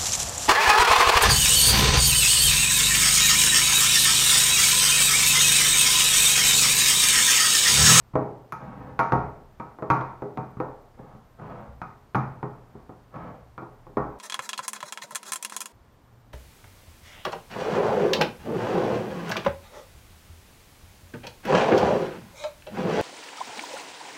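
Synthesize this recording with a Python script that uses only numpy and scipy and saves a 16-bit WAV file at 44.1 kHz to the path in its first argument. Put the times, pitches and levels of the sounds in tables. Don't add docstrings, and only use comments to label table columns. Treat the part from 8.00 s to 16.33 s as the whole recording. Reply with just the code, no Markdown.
import sys
import numpy as np
from scipy import signal
from scipy.fft import rfft, irfft, next_fast_len
from scipy.io import wavfile
from scipy.ndimage import uniform_filter1d

SR = 44100
rng = np.random.default_rng(int(sys.argv[2]) if len(sys.argv) > 2 else 0)


def unload_wav(signal):
    wavfile.write(
        sys.argv[1],
        SR,
        np.round(np.clip(np.atleast_2d(signal).T, -1, 1) * 32767).astype(np.int16),
    )


N = 367353

FAST_FROM, FAST_TO, SPEED = 6.187, 7.722, 8


def gain_of(db):
    return 10 ** (np.asarray(db) / 20)


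def evened(x):
    return x / np.sqrt(np.mean(x ** 2) + 1e-20)


def read(points, hz):
    f, value = np.transpose(points)
    return np.interp(np.log(hz + 1), np.log(f + 1), value)


def add(mix, s, sound):
    part = mix[max(round(s * SR), 0):][:len(sound)]
    part += sound[:len(part)]


def colour(x, points, size=2048):
    hz = abs(np.fft.fftfreq(size, 1 / SR))
    log_gain = np.log(gain_of(read(points, hz)))
    taps = np.fft.ifft(np.exp(np.conj(signal.hilbert(log_gain)))).real
    return signal.fftconvolve(x, taps[:size // 2])[:len(x)]


# pitch_hz, relative_level_db (per Hz)
AIR = [(12, -29.5), (20, -13), (60, -6), (123, -10.5), (158, -14), (172, -16), (216, -19), (241, -15),
       (285, -19.5), (574, -22.5), (1030, -22.5), (2530, -36.5), (5080, -41.5), (14300, -51), (16000, -58)]
AIR_DB = -56.5
# pitch_hz, width_hz, level_db
HUM = [(26.7, 2.8, -62.5), (118.8, 3.3, -59.5), (202, 10, -80), (1058, 30, -79.5), (13950, 70, -84)]


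def room_tone(count):
    size = next_fast_len(count)
    hz = np.fft.rfftfreq(size, 1 / SR)
    power = (gain_of(AIR_DB) * evened(gain_of(read(AIR, hz)))) ** 2
    for pitch_hz, width_hz, level_db in HUM:
        bump = np.exp(-2 * ((hz - pitch_hz) / width_hz) ** 2)
        power += (gain_of(level_db) * evened(bump)) ** 2
    noise = rfft(rng.standard_normal(size))
    return irfft(noise * np.sqrt(power), size)[:count]


# pitch_hz, t60_s
ROOM = [(80, 1), (210, 0.45), (560, 0.76), (1200, 0.46), (2400, 0.6), (6500, 0.46), (9000, 0.3)]


def room_tail(t):
    hz, when, z = signal.stft(rng.standard_normal(len(t)), SR, nperseg=256)
    decay = gain_of(-60 * when / read(ROOM, hz)[:, None])
    tail = signal.istft(z * decay, SR)[1][:len(t)]
    return tail / np.linalg.norm(tail)


def ring(t, hz, t60, rise=0.00047):
    tone = np.sin(2 * np.pi * (hz * t + rng.random()))
    return tone * gain_of(-60 * t / t60) * (1 - np.exp(-t / rise))


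# pitch_hz, relative_level_db, t60_s
MODES = [(130.54, 0.5, 0.46), (165.7, -3, 0.38), (213.1, -2, 0.31), (281.4, -13, 0.41), (312.3, -5, 0.35),
         (344, -4.5, 0.23), (417.2, -0.5, 0.5), (508.6, 0.5, 0.29), (638, -5.5, 0.24), (768, -2.5, 0.27),
         (823, -5, 0.56), (854.4, -5, 0.07), (926, -5, 0.49), (1053, -28.5, 0.17), (1127, -9.5, 0.67),
         (1118, -5.5, 0.33), (1266, 0.5, 0.13), (1310, -10.5, 0.53), (1360, -21.5, 0.8),
         (2200, -14.5, 0.14), (2312, -37, 0.12)]
# pitch_hz, gain_db
STEEL = [(15, -53.5), (40, -21), (85, -4), (125, 0.5), (280, 5), (570, 1), (900, 6), (1420, 1.5),
         (1640, -8.5), (2500, -16.5), (2750, -26.5), (3200, -30.5), (6700, -29.5), (8000, -50),
         (11000, -31), (16000, -48.5)]


def can_response(rings_hz, ring_db, rattle_db=-2, rattle_t60=0.078, modes_db=-42, ring_t60=0.33, size=28000):
    t = np.arange(size) / SR
    grains = rng.standard_normal(size) * (rng.random(size) < 1500 / SR)
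    rattle = grains * gain_of(-60 * t / rattle_t60)
    spread = gain_of(rattle_db) * rattle / np.linalg.norm(rattle) + room_tail(t)
    spread *= gain_of(0.5)

    skid = rng.standard_normal(size) * np.exp(-t / 0.0029)
    bite = (t == 0) + skid / np.linalg.norm(skid)
    crack = colour(bite, [(1500, -5), (3200, 6), (6500, -5), (9000, 0)])

    modes = sum(gain_of(db + 0.58 * rng.standard_normal()) * ring(t, hz, t60) for hz, db, t60 in MODES)
    favoured = sum(gain_of(read(STEEL, hz)) * ring(t, hz, ring_t60) for hz in rings_hz)
    return colour(crack + spread, STEEL) + gain_of(modes_db) * modes + gain_of(ring_db) * favoured


BANDS_HZ = [80, 300, 750, 1800, 7000, 15000]


def band_db(x, span, size=8192):
    head = x[:int(span * SR)]
    power = 2 * abs(rfft(head, size)) ** 2 / (size * len(head))
    hz = np.fft.rfftfreq(size, 1 / SR)
    bands = zip(BANDS_HZ, BANDS_HZ[1:])
    return np.array([10 * np.log10(power[(hz >= lo) & (hz < hi)].sum() + 1e-20) for lo, hi in bands])


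DULL_DB = [0, 1.5, -3, -23, -47]
SHARP_DB = [-1, -6, 3, -14.5, -39]
GLANCE_DB = 45
DULL_RIM_HZ, SHARP_RIM_HZ, RIM_SCATTER = 1870, 2414, .025
RING_DB, HARD_RING_DB = -40, -1


def knock(strength_db, hardness, bench_db, ring_hz):
    levels_db = strength_db + np.add(DULL_DB, hardness * np.subtract(SHARP_DB, DULL_DB))
    levels_db[0] += bench_db
    levels_db[-1] += GLANCE_DB * max(hardness - 1, 0)

    lid_hz = rng.choice([mode[0] for mode in LID])
    detune = 1 + RIM_SCATTER * rng.standard_normal()
    if hardness > .5:
        rings_hz = [ring_hz, lid_hz, SHARP_RIM_HZ * detune]
    else:
        rings_hz = [ring_hz, DULL_RIM_HZ * detune]
    sound = can_response(rings_hz, RING_DB + HARD_RING_DB * hardness)

    centres = np.sqrt(np.multiply(BANDS_HZ[:-1], BANDS_HZ[1:]))
    for _ in range(2):
        correction_db = levels_db - band_db(sound, .03)
        sound = colour(sound, list(zip(centres, correction_db)))
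    return sound


# pitch_hz, gain_db
SCRAPE = [(35, -19.5), (60, -7), (156, 0), (252, -2), (375, -27.5), (406, -23.5), (467, -7.5), (505, -6),
          (558, -11), (848, -5.5), (1240, -11.5), (3630, -42), (7000, -55), (9100, -82), (15400, -120)]


def slide(length, slips_per_s=900, grain_db=4, uneven_db=2, modes_db=-59):
    count, t = int(length * SR), np.arange(SR // 2) / SR
    slips = rng.standard_normal(count) * (rng.random(count) < slips_per_s / SR)
    slips *= gain_of(grain_db * rng.standard_normal(count))
    grip = evened(uniform_filter1d(rng.standard_normal(count), size=1200))
    slips *= gain_of(uneven_db * grip)
    modes = sum(gain_of(db) * ring(t, hz, t60) for hz, db, t60 in MODES)
    body = colour(room_tail(t), SCRAPE) + gain_of(modes_db) * modes
    sound = signal.fftconvolve(slips * signal.windows.tukey(count, .6), body)
    return sound / np.sqrt(np.mean(sound[:count] ** 2))


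# pitch_hz, relative_level_db, t60_s
LID = [(750, -15, .3), (855, -13, 0.17), (923, 1, 0.36), (1104, -9, 0.32), (1278, -14, 0.47),
       (1400, -12, 0.45)]


def lid_song():
    t = np.arange(SR // 2) / SR
    return sum(gain_of(db) * ring(t, hz, t60) for hz, db, t60 in LID)


ROCK_HZ, ROCK_SCATTER = 67.5, 0.064


def thud(hz, rise=0.051):
    t = np.arange(SR // 2) / SR
    swell = t / rise * np.exp(1 - t / rise)
    return swell * (np.sin(2 * np.pi * hz * t) + 0.47 * np.sin(2 * np.pi * 0.25 * hz * t))


def microphone(x, low_hz=17):
    return signal.sosfilt(signal.butter(2, low_hz, "high", fs=SR, output="sos"), x)


# start_s, strength_db, hardness (0 dull, 1 sharp), bench_push_db,
# ring_hz
KNOCKS = [(.136, -47.5, 0.55, 13.5, 640), (.155, -24, -0.12, -2, 638), (.523, -37.5, 1.295, -4.5, 890),
          (.992, -22.5, 1.02, -8.5, 669), (1.122, -22.5, 0.49, 0, 727), (1.599, -38.5, 0.8, -0.5, 933),
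          (1.787, -44.5, 0.19, -9, 1040), (1.824, -34, -0.1, -3, 638), (1.902, -23, 1.04, -3, 1140),
          (1.907, -29, 0.72, -0.5, 980), (2.011, -33.5, 0.68, -8, 1012), (2.221, -36.5, -0.23, -1.5, 402.6),
          (2.374, -33.5, 0.51, 2, 912), (2.57, -50, 0.44, 14, 396), (2.602, -29.5, 0.0014, -8.5, 514),
          (2.99, -48.5, -0.065, 2.5, 535), (3.15, -58.5, 0.51, 13, 220), (3.398, -47.5, 0.44, 0, 640),
          (3.817, -38.5, 0.97, -1.5, 1252), (4.147, -28, 0.8, 0, 1243), (4.154, -30.5, 1.08, 2, 794),
          (4.429, -34, 0.36, 1.5, 411), (4.752, -50.5, -0.29, 6.5, 406), (4.894, -47, -0.0089, 1.5, 740),
          (5.16, -45.5, 0.53, 0, 852), (5.579, -41, 0.72, -2, 1249), (5.621, -43, 0.031, -5.5, 340),
          (5.868, -50, 0.19, -1, 403), (5.97, -26, 0.027, -3, 412), (6.2, -46.5, 0.0027, 3, 125),
          (6.2985, -34.5, 0.065, -2.5, 400), (6.3225, -34, -0.23, -0.5, 425), (6.343, -29.5, -0.13, 0, 411),
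          (6.392, -36.5, 0.15, 12, 133.4), (6.4915, -30.5, 0.39, -2.5, 420),
          (6.5315, -33.5, -0.35, -0.5, 411), (6.5775, -34.5, 0.0023, -6, 531),
          (6.5915, -39.5, 0.14, 13.5, 124), (6.6805, -28, 0.88, -2, 127.6), (6.7325, -33.5, 0.82, 0, 220),
          (6.7635, -45.5, 0.14, 6.5, 129), (6.805, -43.5, .1, 3.5, 116), (6.828, -41.5, 0.1, 12.5, 125.2),
          (6.9235, -33, 0.37, -2.5, 404), (6.9745, -40, -.1, 6.5, 127), (7.0205, -46.5, -0.59, 8.5, 228),
          (7.1085, -48, 1.1, 11, 117), (7.1495, -36, 1.05, 0, 222), (7.1565, -27.5, 0.73, -3, 129),
          (7.2305, -43.5, .4, 1.5, 163), (7.3205, -28, 0.73, -2, 215), (7.3335, -29, 0.95, -2.5, 166),
          (7.3585, -32, 0.72, -2.5, 400), (7.4265, -33, 0.88, -7, 315), (7.4485, -28.5, 0.51, -5, 350),
          (7.4975, -41, 0.58, -4, 309), (7.5225, -44, 0.66, 10.5, 127), (7.5645, -30, 0.94, -3, 129),
          (7.6055, -33, 0.84, -5.5, 390), (7.6155, -34, 0.76, -5, 308), (7.6575, -36.5, 0.69, -3.5, 352)]
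# start_s, end_s, level_db
SLIDES = [(0.53, 1.0, -42), (2.91, 3.2, -52.5), (3.35, 3.66, -42), (4.618, 4.87, -60), (5.09, 5.36, -41.5),
          (6.222, 6.273, -43), (6.407, 6.471, -45), (6.618, 6.659, -43), (6.733, 6.766, -45),
          (6.843, 6.896, -46.5), (7.011, 7.043, -42.5), (7.107, 7.128, -49), (7.241, 7.311, -43.5),
          (7.502, 7.558, -48)]
# start_s, level_db
LID_SNAPS = [(.993, -16.5), (1.123, -20), (1.903, -21), (4.148, -33)]
# start_s, level_db
THUDS = [(1.124, -36), (3.665, -46), (5.39, -53), (5.97, -41), (6.391, -40.5), (6.592, -41.5), (6.83, -39),
         (7.035, -44), (7.12, -44), (7.3, -53)]


def handling(begin, finish, speed):
    mix = room_tone(round((finish - begin) * speed * SR))

    def rows(table):
        return [row for row in table if (row[0] >= FAST_FROM) == (speed > 1)]

    for s, *blow in rows(KNOCKS):
        add(mix, (s - begin) * speed, knock(*blow))
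    for start, end, db in rows(SLIDES):
        add(mix, (start - begin) * speed, gain_of(db) * slide((end - start) * speed))
    for s, db in rows(LID_SNAPS):
        add(mix, (s - begin) * speed, gain_of(db) * lid_song())
    for s, db in rows(THUDS):
        rock_hz = ROCK_HZ * (1 + ROCK_SCATTER * rng.standard_normal())
        add(mix, (s - begin) * speed, gain_of(db) * thud(rock_hz))
    return microphone(mix)


def real_time():
    return handling(0, N / SR, 1)


def fast_motion():
    return signal.resample_poly(handling(FAST_FROM, FAST_TO, SPEED), 1, SPEED)


def scene():
    t = np.arange(N) / SR
    mix = real_time() * ((t < FAST_FROM) | (t >= FAST_TO))
    add(mix, FAST_FROM, fast_motion())
    return mix[None]


def record(dry):
    edge = signal.firwin(511, 16100, window=("kaiser", 9), fs=SR)
    return signal.oaconvolve(dry, edge[None], "same")


dry = scene()
out = record(dry)
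unload_wav(out)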